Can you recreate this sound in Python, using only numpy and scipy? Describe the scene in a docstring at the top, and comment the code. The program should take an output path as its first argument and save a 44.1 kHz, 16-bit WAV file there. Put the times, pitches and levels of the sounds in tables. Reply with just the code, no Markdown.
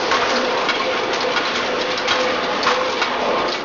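"""A rolling stand roars, hums and whines while steel balls clank and thud into a chute amid loose clatter.
A skew rolling mill squeezes hot steel bar into balls, in a big hall, close to a small microphone.
Roar: flickering noise bands and frame resonances; hum and whine: wavering sines.
Clanks: damped steel modes plus cracks; crashes: gritty noise bursts; clatter: random small clanks.
A diffuse tail follows the blows; the microphone rounds peaks and loses the top."""
import sys
import numpy as np
from scipy import signal
from scipy.fft import rfft, irfft
from scipy.io import wavfile
from scipy.ndimage import uniform_filter1d

SR = 44100
rng = np.random.default_rng(int(sys.argv[2]) if len(sys.argv) > 2 else 0)


def natural_amplitude(level_db):
    """Convert a level in decibels to a linear amplitude factor, elementwise."""
    exponent = np.asarray(level_db, float) / 20
    return 10 ** exponent


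def output_pcm(signal):
    """Save a mono or channel-first signal as 16-bit PCM at the path in sys.argv[1].

    Samples are clipped to [-1, 1] before scaling.
    """
    pcm = np.clip(np.atleast_2d(signal).T, -1, 1) * 32767
    wavfile.write(sys.argv[1], SR, np.round(pcm).astype(np.int16))


N = 160524
T = np.arange(N) / SR

# Load of the stand: (time [s], roar level [dB], treble tilt [dB per octave], bass boost [dB])
LOAD = [(0, -21.5, 4.5, -3), (.35, -20, 3, 1), (.72, -21, 1.6, -1.5), (1.5, -20.5, 2.5, 1.5),
        (2.02, -23, 3, 3), (2.3, -19.5, 1.3, 0), (3.03, -22.5, 2.5, 2), (3.3, -18, 0.8, 4),
        (3.47, -18.5, -1, 6.5), (3.5, -24.5, 4, -2), (3.64, -26.5, -2, -3)]


def unit(x):
    """Scale to rms 1."""
    return x / np.sqrt(np.mean(x ** 2))


def curve(table, col):
    """Column of a table, interpolated over time."""
    rows = np.array(table)
    return np.interp(T, rows[:, 0], rows[:, col])


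def resonate(x, hz, width_hz):
    """Two passes through one resonance."""
    b, a = signal.iirpeak(hz, hz / width_hz, fs=SR)
    return signal.lfilter(b, a, signal.lfilter(b, a, x))


def band(hz, width_hz):
    """Resonant noise, rms 1; the first second, where the filter settles, is cut."""
    return unit(resonate(rng.standard_normal(N + SR), hz, width_hz)[SR:])


def walk(rate_hz):
    """Random levels held 1 / rate_hz seconds and smoothed twice."""
    hold = int(SR / rate_hz)
    steps = np.repeat(rng.standard_normal(N // hold + 1), hold)
    return 1.793 * uniform_filter1d(uniform_filter1d(steps, hold), hold)[:N]


def tilted(length, tilt_db):
    """Noise of rms 1 whose spectrum slopes by tilt_db per octave and is thin under 700 Hz."""
    f = np.fft.rfftfreq(length, 1 / SR) + 1
    gain = natural_amplitude(tilt_db * np.log2(f / 2000)) / (1 + (700 / f) ** 3)
    return unit(irfft(rfft(rng.standard_normal(length)) * gain, length))


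def wavering_tone(hz, wander_hz):
    """Sine of rms 1 whose pitch wanders."""
    return np.sqrt(2) * np.sin(2 * np.pi * np.cumsum(hz + wander_hz * walk(25)) / SR)


def add(out, start_s, x):
    """Mix x in at start_s."""
    i = int(start_s * SR)
    out[i:i + len(x)] += x[:max(N - i, 0)]


def hall(x):
    """Dry blows plus a diffuse, exponentially decaying noise tail that slopes down in the treble."""
    t60_s, tail_db, onset_s = .4, -13.5, 0.0087
    t = T[:SR]
    tail = tilted(SR, -2.0) * 1000. ** (-t / t60_s) * np.minimum(t / onset_s, 1)
    tail = natural_amplitude(tail_db) * tail / np.sqrt(np.sum(tail ** 2))
    tail[0] += 1  # direct sound
    return signal.fftconvolve(x, tail)[:N]


def stand_roar():
    """Third-octave noise bands flicker independently; load moves their level, tilt and bass."""
    # Roar spectrum: (frequency [Hz], relative density [dB per Hz])
    roar_spectrum = [(15, -51), (25, -20.5), (49, -22.5), (138, -17), (244, -4.5), (411, -0.5), (497, 0),
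                     (615, -1), (1060, -5.5), (1670, -8.5), (3400, -16), (5590, -25.5), (7260, -35),
                     (9440, -73), (16000, -120)]
    flicker_db, flicker_hz = 1.65, 8.98
    points = np.array(roar_spectrum)
    tilt_db, bass_db = curve(LOAD, 2), curve(LOAD, 3)
    out = np.zeros(N)
    for hz in 28 * 2 ** (np.arange(25) / 3):
        density_db = np.interp(np.log(hz), np.log(points[:, 0]), points[:, 1])
        db = density_db + 10 * np.log10(hz / 1000)  # bandwidth grows with hz
        db = db + tilt_db * np.log2(max(hz / 1000, 1)) + bass_db * (hz < 170)
        out += natural_amplitude(db + flicker_db * walk(flicker_hz)) * band(hz, hz / 3)
    return 0.4 * out * natural_amplitude(curve(LOAD, 1))


def frame_resonances():
    """Rolling excites narrow frame resonances that flicker and follow the load."""
    # Frame resonances: (frequency [Hz], width [Hz], level before load [dB])
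    frame_modes = [(103.3, 9.7, -34.5), (376.4, 33, -20), (441.7, 22, -17.5), (687.7, 34, -18),
                   (853.5, 40, -16.5), (938, 92, -16.5), (1068, 52, -13.5), (1205, 50, -16.5)]
    flicker_db, flicker_hz = 2.1, 5.73
    bass_db = curve(LOAD, 3)
    out = np.zeros(N)
    for hz, width_hz, db in frame_modes:
        out += natural_amplitude(db + bass_db * (hz < 170) + flicker_db * walk(flicker_hz)) * band(hz, width_hz)
    return out * natural_amplitude(curve(LOAD, 1))


def housing_hum():
    """Two close housing modes and their lower octave surge abruptly, as if struck, then die away."""
    # Housing modes: (frequency [Hz], relative level [dB])
    housing_modes = [(488, -5), (509, 0)]
    # Hum of the mode pair: (time [s], level [dB])
    pair_level = [(0.0, -31), (0.3, -27), (0.33, -20), (0.85, -36.5), (0.89, -24.5), (1.05, -36.5),
                  (1.15, -28), (1.225, -38), (1.245, -16.5), (1.31, -20.5), (1.335, -33.5), (1.63, -33),
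                  (1.7, -24), (1.93, -25), (2.0, -42), (2.06, -21.5), (2.1, -39.5), (2.21, -19.5),
                  (2.41, -29), (2.65, -30), (2.7, -20.5), (2.94, -34), (2.97, -27.5), (3.08, -39.5),
                  (3.25, -25.5), (3.6, -37.5), (3.64, -44.5)]
    # Lower octave of the hum: (time [s], level [dB])
    sub_level = [(0.0, -50), (0.25, -35.5), (0.32, -47), (0.36, -27), (0.59, -44.5), (1.53, -40),
                 (1.58, -31), (1.9, -42.5), (3.48, -38.5), (3.59, -54), (3.64, -41.5)]
    flutter_db, pair_wander_hz = 1.64, 3.975
    sub_hz, sub_wander_hz = 247.3, 3.65
    pair = np.zeros(N)
    for hz, db in housing_modes:
        pair += natural_amplitude(db + flutter_db * walk(13)) * wavering_tone(hz, pair_wander_hz)
    sub = natural_amplitude(flutter_db * walk(16)) * wavering_tone(sub_hz, sub_wander_hz)
    return unit(pair) * natural_amplitude(curve(pair_level, 1)) + sub * natural_amplitude(curve(sub_level, 1))


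def gear_whine():
    """A thin gear tone wavers in pitch."""
    # Gear whine: (time [s], level [dB])
    whine_level = [(0.0, -42), (3.46, -42.5), (3.64, -51.5)]
    return wavering_tone(3424, 4.1) * natural_amplitude(curve(whine_level, 1))


def clatter():
    """Random patter of small, detuned clinks."""
    rate_per_s, floor_db, spread_db = 70, -35.5, 13.5
    octaves, ring_s, detune = 0.65, 0.0054, .06
    out = np.zeros(N)
    for when, loudness, pitch in rng.random((int(rate_per_s * N / SR), 3)):
        hz = 1000 * 5 ** pitch
        add(out, when * N / SR, clank(floor_db + spread_db * loudness, hz, octaves, ring_s, detune))
    return out


def crash(db, decay_s, tilt_db):
    """A gritty burst of many contacts that also drums the hollow bin, more so for dull bursts."""
    grit_db, attack_s, bin_hz, bin_width_hz = 2.5, 0.001, 1096, 370
    bin_db = 2.5 * -tilt_db - 19
    t = T[:SR // 4]
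    grit = np.repeat(rng.standard_normal(len(t) // 200 + 1), 200)[:len(t)]  # 200-sample steps
    shape = np.minimum(t / attack_s, 1) * np.exp(-t / decay_s) * natural_amplitude(grit_db * grit)
    drum = unit(resonate(rng.standard_normal(len(t)), bin_hz, bin_width_hz))
    return natural_amplitude(db) * shape * (tilted(len(t), tilt_db) + natural_amplitude(bin_db) * drum)


def crashes():
    """Crashes of balls on balls, some dull, some bright."""
    # Crashes: (time [s], relative level [dB], decay time constant [s], tilt [dB per octave])
    crash_events = [(0.1129, -4.5, 0.041, -5), (0.2155, -16.5, 0.03, -8.5), (0.293, -8.5, 0.045, -2.5),
                    (0.573, -16.5, 0.044, -4.5), (0.653, -16.5, 0.024, -5), (1.1304, -9, 0.03, -2),
                    (1.554, -12, 0.04, -2), (1.5843, -17.5, 0.04, -5), (2.076, -5.5, 0.043, -2.5),
                    (2.2006, -9.5, 0.045, -1.5), (2.6302, -5.5, 0.02, -0.5), (2.6649, -5.5, 0.062, -5),
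                    (2.895, -10, 0.03, 0.5), (3.47, -19, 0.03, 0.5), (3.541, -14.5, 0.032, -0.5)]
    trim_db = -7.5
    out = np.zeros(N)
    for start_s, db, decay_s, tilt_db in crash_events:
        add(out, start_s, crash(db + trim_db, decay_s, tilt_db))
    return out


def clank(db, hz, octaves, ring_s, detune=0.0025):
    """A blow rings steel modes near hz until contact damps them; two rebounds add cracks."""
    # Modes of ball and chute: frequency [Hz]
    mode_hz = [926, 1080, 1250, 1432, 2230, 2760, 3255, 3880, 4059, 4365, 4505, 4877, 4996, 5507]
    # Their relative levels [dB]
    mode_db = [-11, -4, -7, 0, -1, -5, -3, -7, -10, -9, -13, -9, -10, -10]
    # Their free decay times, t60 [s]
    mode_t60_s = [.3, .35, .25, .3, .35, .08, .2, .28, .2, .18, .17, .15, .2, .2]
    scatter_db, rough, damped_s = 1.5, .36, .014
    crack_s, crack_db, rebound_s, rebound_db = 0.0078, -6.5, .025, 0  # rebounds fall within rebound_s
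    crack_tilt_db = -5.5 + 1.5 * np.log2(hz / 2000)  # per octave; higher clanks crack brighter
    t = T[:SR // 4]

    f = np.array(mode_hz)
    gain = natural_amplitude(np.array(mode_db) + scatter_db * rng.standard_normal(len(f)))
    gain = gain * np.exp(-.5 * (np.log2(f / hz) / max(octaves, .05)) ** 2)
    gain = gain / np.sqrt(np.sum(gain ** 2))
    f = f[:, None] * (1 + detune * rng.standard_normal((len(f), 1)))
    chatter = 1 + rough * np.repeat(rng.standard_normal((len(f), 50)), 221, axis=1)[:, :len(t)]
    chatter = uniform_filter1d(chatter, size=150, axis=1)
    free_decay = 1000. ** (-t / np.array(mode_t60_s)[:, None])
    ring = gain @ (chatter * np.sin(2 * np.pi * f * t) * free_decay)
    ring = ring * np.exp(-np.maximum(t - ring_s, 0) / damped_s)

    blow = np.exp(-t / crack_s)
    crack = blow.copy()
    for delay in (rng.random(2) * rebound_s * SR).astype(int):
        crack += natural_amplitude(rebound_db) * np.pad(blow, (delay, 0))[:len(t)]
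    return natural_amplitude(db) * (ring + natural_amplitude(crack_db) * crack * tilted(len(t), crack_tilt_db))


def clanks():
    """Balls clank into the steel chute."""
    # Clanks: (time [s], relative level [dB], favoured pitch [Hz], favoured span [octaves], free ring [s])
    clank_events = [(.113, -9, 1150, .4, .008), (.123, -9, 1040, .2, .04), (.3591, -10, 4540, .12, .01),
                    (.686, -4, 2380, 1.2, 0.024), (.7422, -15, 3220, 0.25, .012),
                    (.7946, -17.5, 4210, 0.08, .006), (.799, -11.5, 1086, .1, 0.014),
                    (.962, -15.5, 1080, .15, .01), (1.2062, -11, 4500, .3, 0.0073),
                    (1.361, -3.5, 1980, 2.4, 0.019), (1.4516, -14, 4130, .05, .01),
                    (1.5564, -13, 3060, 0.5, 0.0072), (1.8108, -13, 4400, 0.41, 0.0089),
                    (1.9754, -11, 4540, .5, .008), (2.085, -10.5, 2790, 0.35, 0.0062),
                    (2.107, -5.5, 3520, 0.32, .025), (2.108, -6.5, 1290, .25, 0.023),
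                    (2.15, -12, 1045, 0.18, .008), (2.188, -13.5, 1067, .15, 0.0069),
                    (2.272, -15, 2270, .3, 0.017), (2.512, -18.5, 1100, .12, .01),
                    (2.6294, -11.5, 4550, .08, 0.0098), (2.666, -5, 1213, 0.15, .025),
                    (2.809, -13.5, 1110, .1, .01), (3.016, -3.5, 2600, 3.5, 0.013),
                    (3.11, -16.5, 1060, .1, .01), (3.481, -15.5, 4540, .12, .008),
                    (3.5214, -12, 4380, 0.34, .012), (3.55, -17, 2630, .19, .008)]
    trim_db = -5.5
    out = np.zeros(N)
    for start_s, db, hz, octaves, ring_s in clank_events:
        add(out, start_s, clank(db + trim_db, hz, octaves, ring_s))
    return out


def scene():
    """All sources, one channel; only the blows sound in the hall."""
    mill = stand_roar() + frame_resonances() + housing_hum() + gear_whine()
    return (mill + hall(clatter() + crashes() + clanks()))[None]


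def microphone(x):
    """Saturation rounds peaks, two low-passes remove the top, and a constant offset is added."""
    squash, roll_hz, top_hz, offset = 2.8, 5770, 8220, -.002
    x = np.tanh(squash * x) / squash
    x = signal.sosfilt(signal.butter(4, roll_hz, fs=SR, output="sos"), x)
    x = signal.sosfilt(signal.cheby2(12, 70, top_hz, fs=SR, output="sos"), x)
    return x + offset


def band_limit(x):
    """A steep low-pass at the top of the band."""
    return signal.sosfilt(signal.butter(12, 7410, fs=SR, output="sos"), x)


def record(dry):
    """The finished mix as stored."""
    mix = microphone(dry)
    return band_limit(mix)


dry = scene()
out = record(dry)
output_pcm(out)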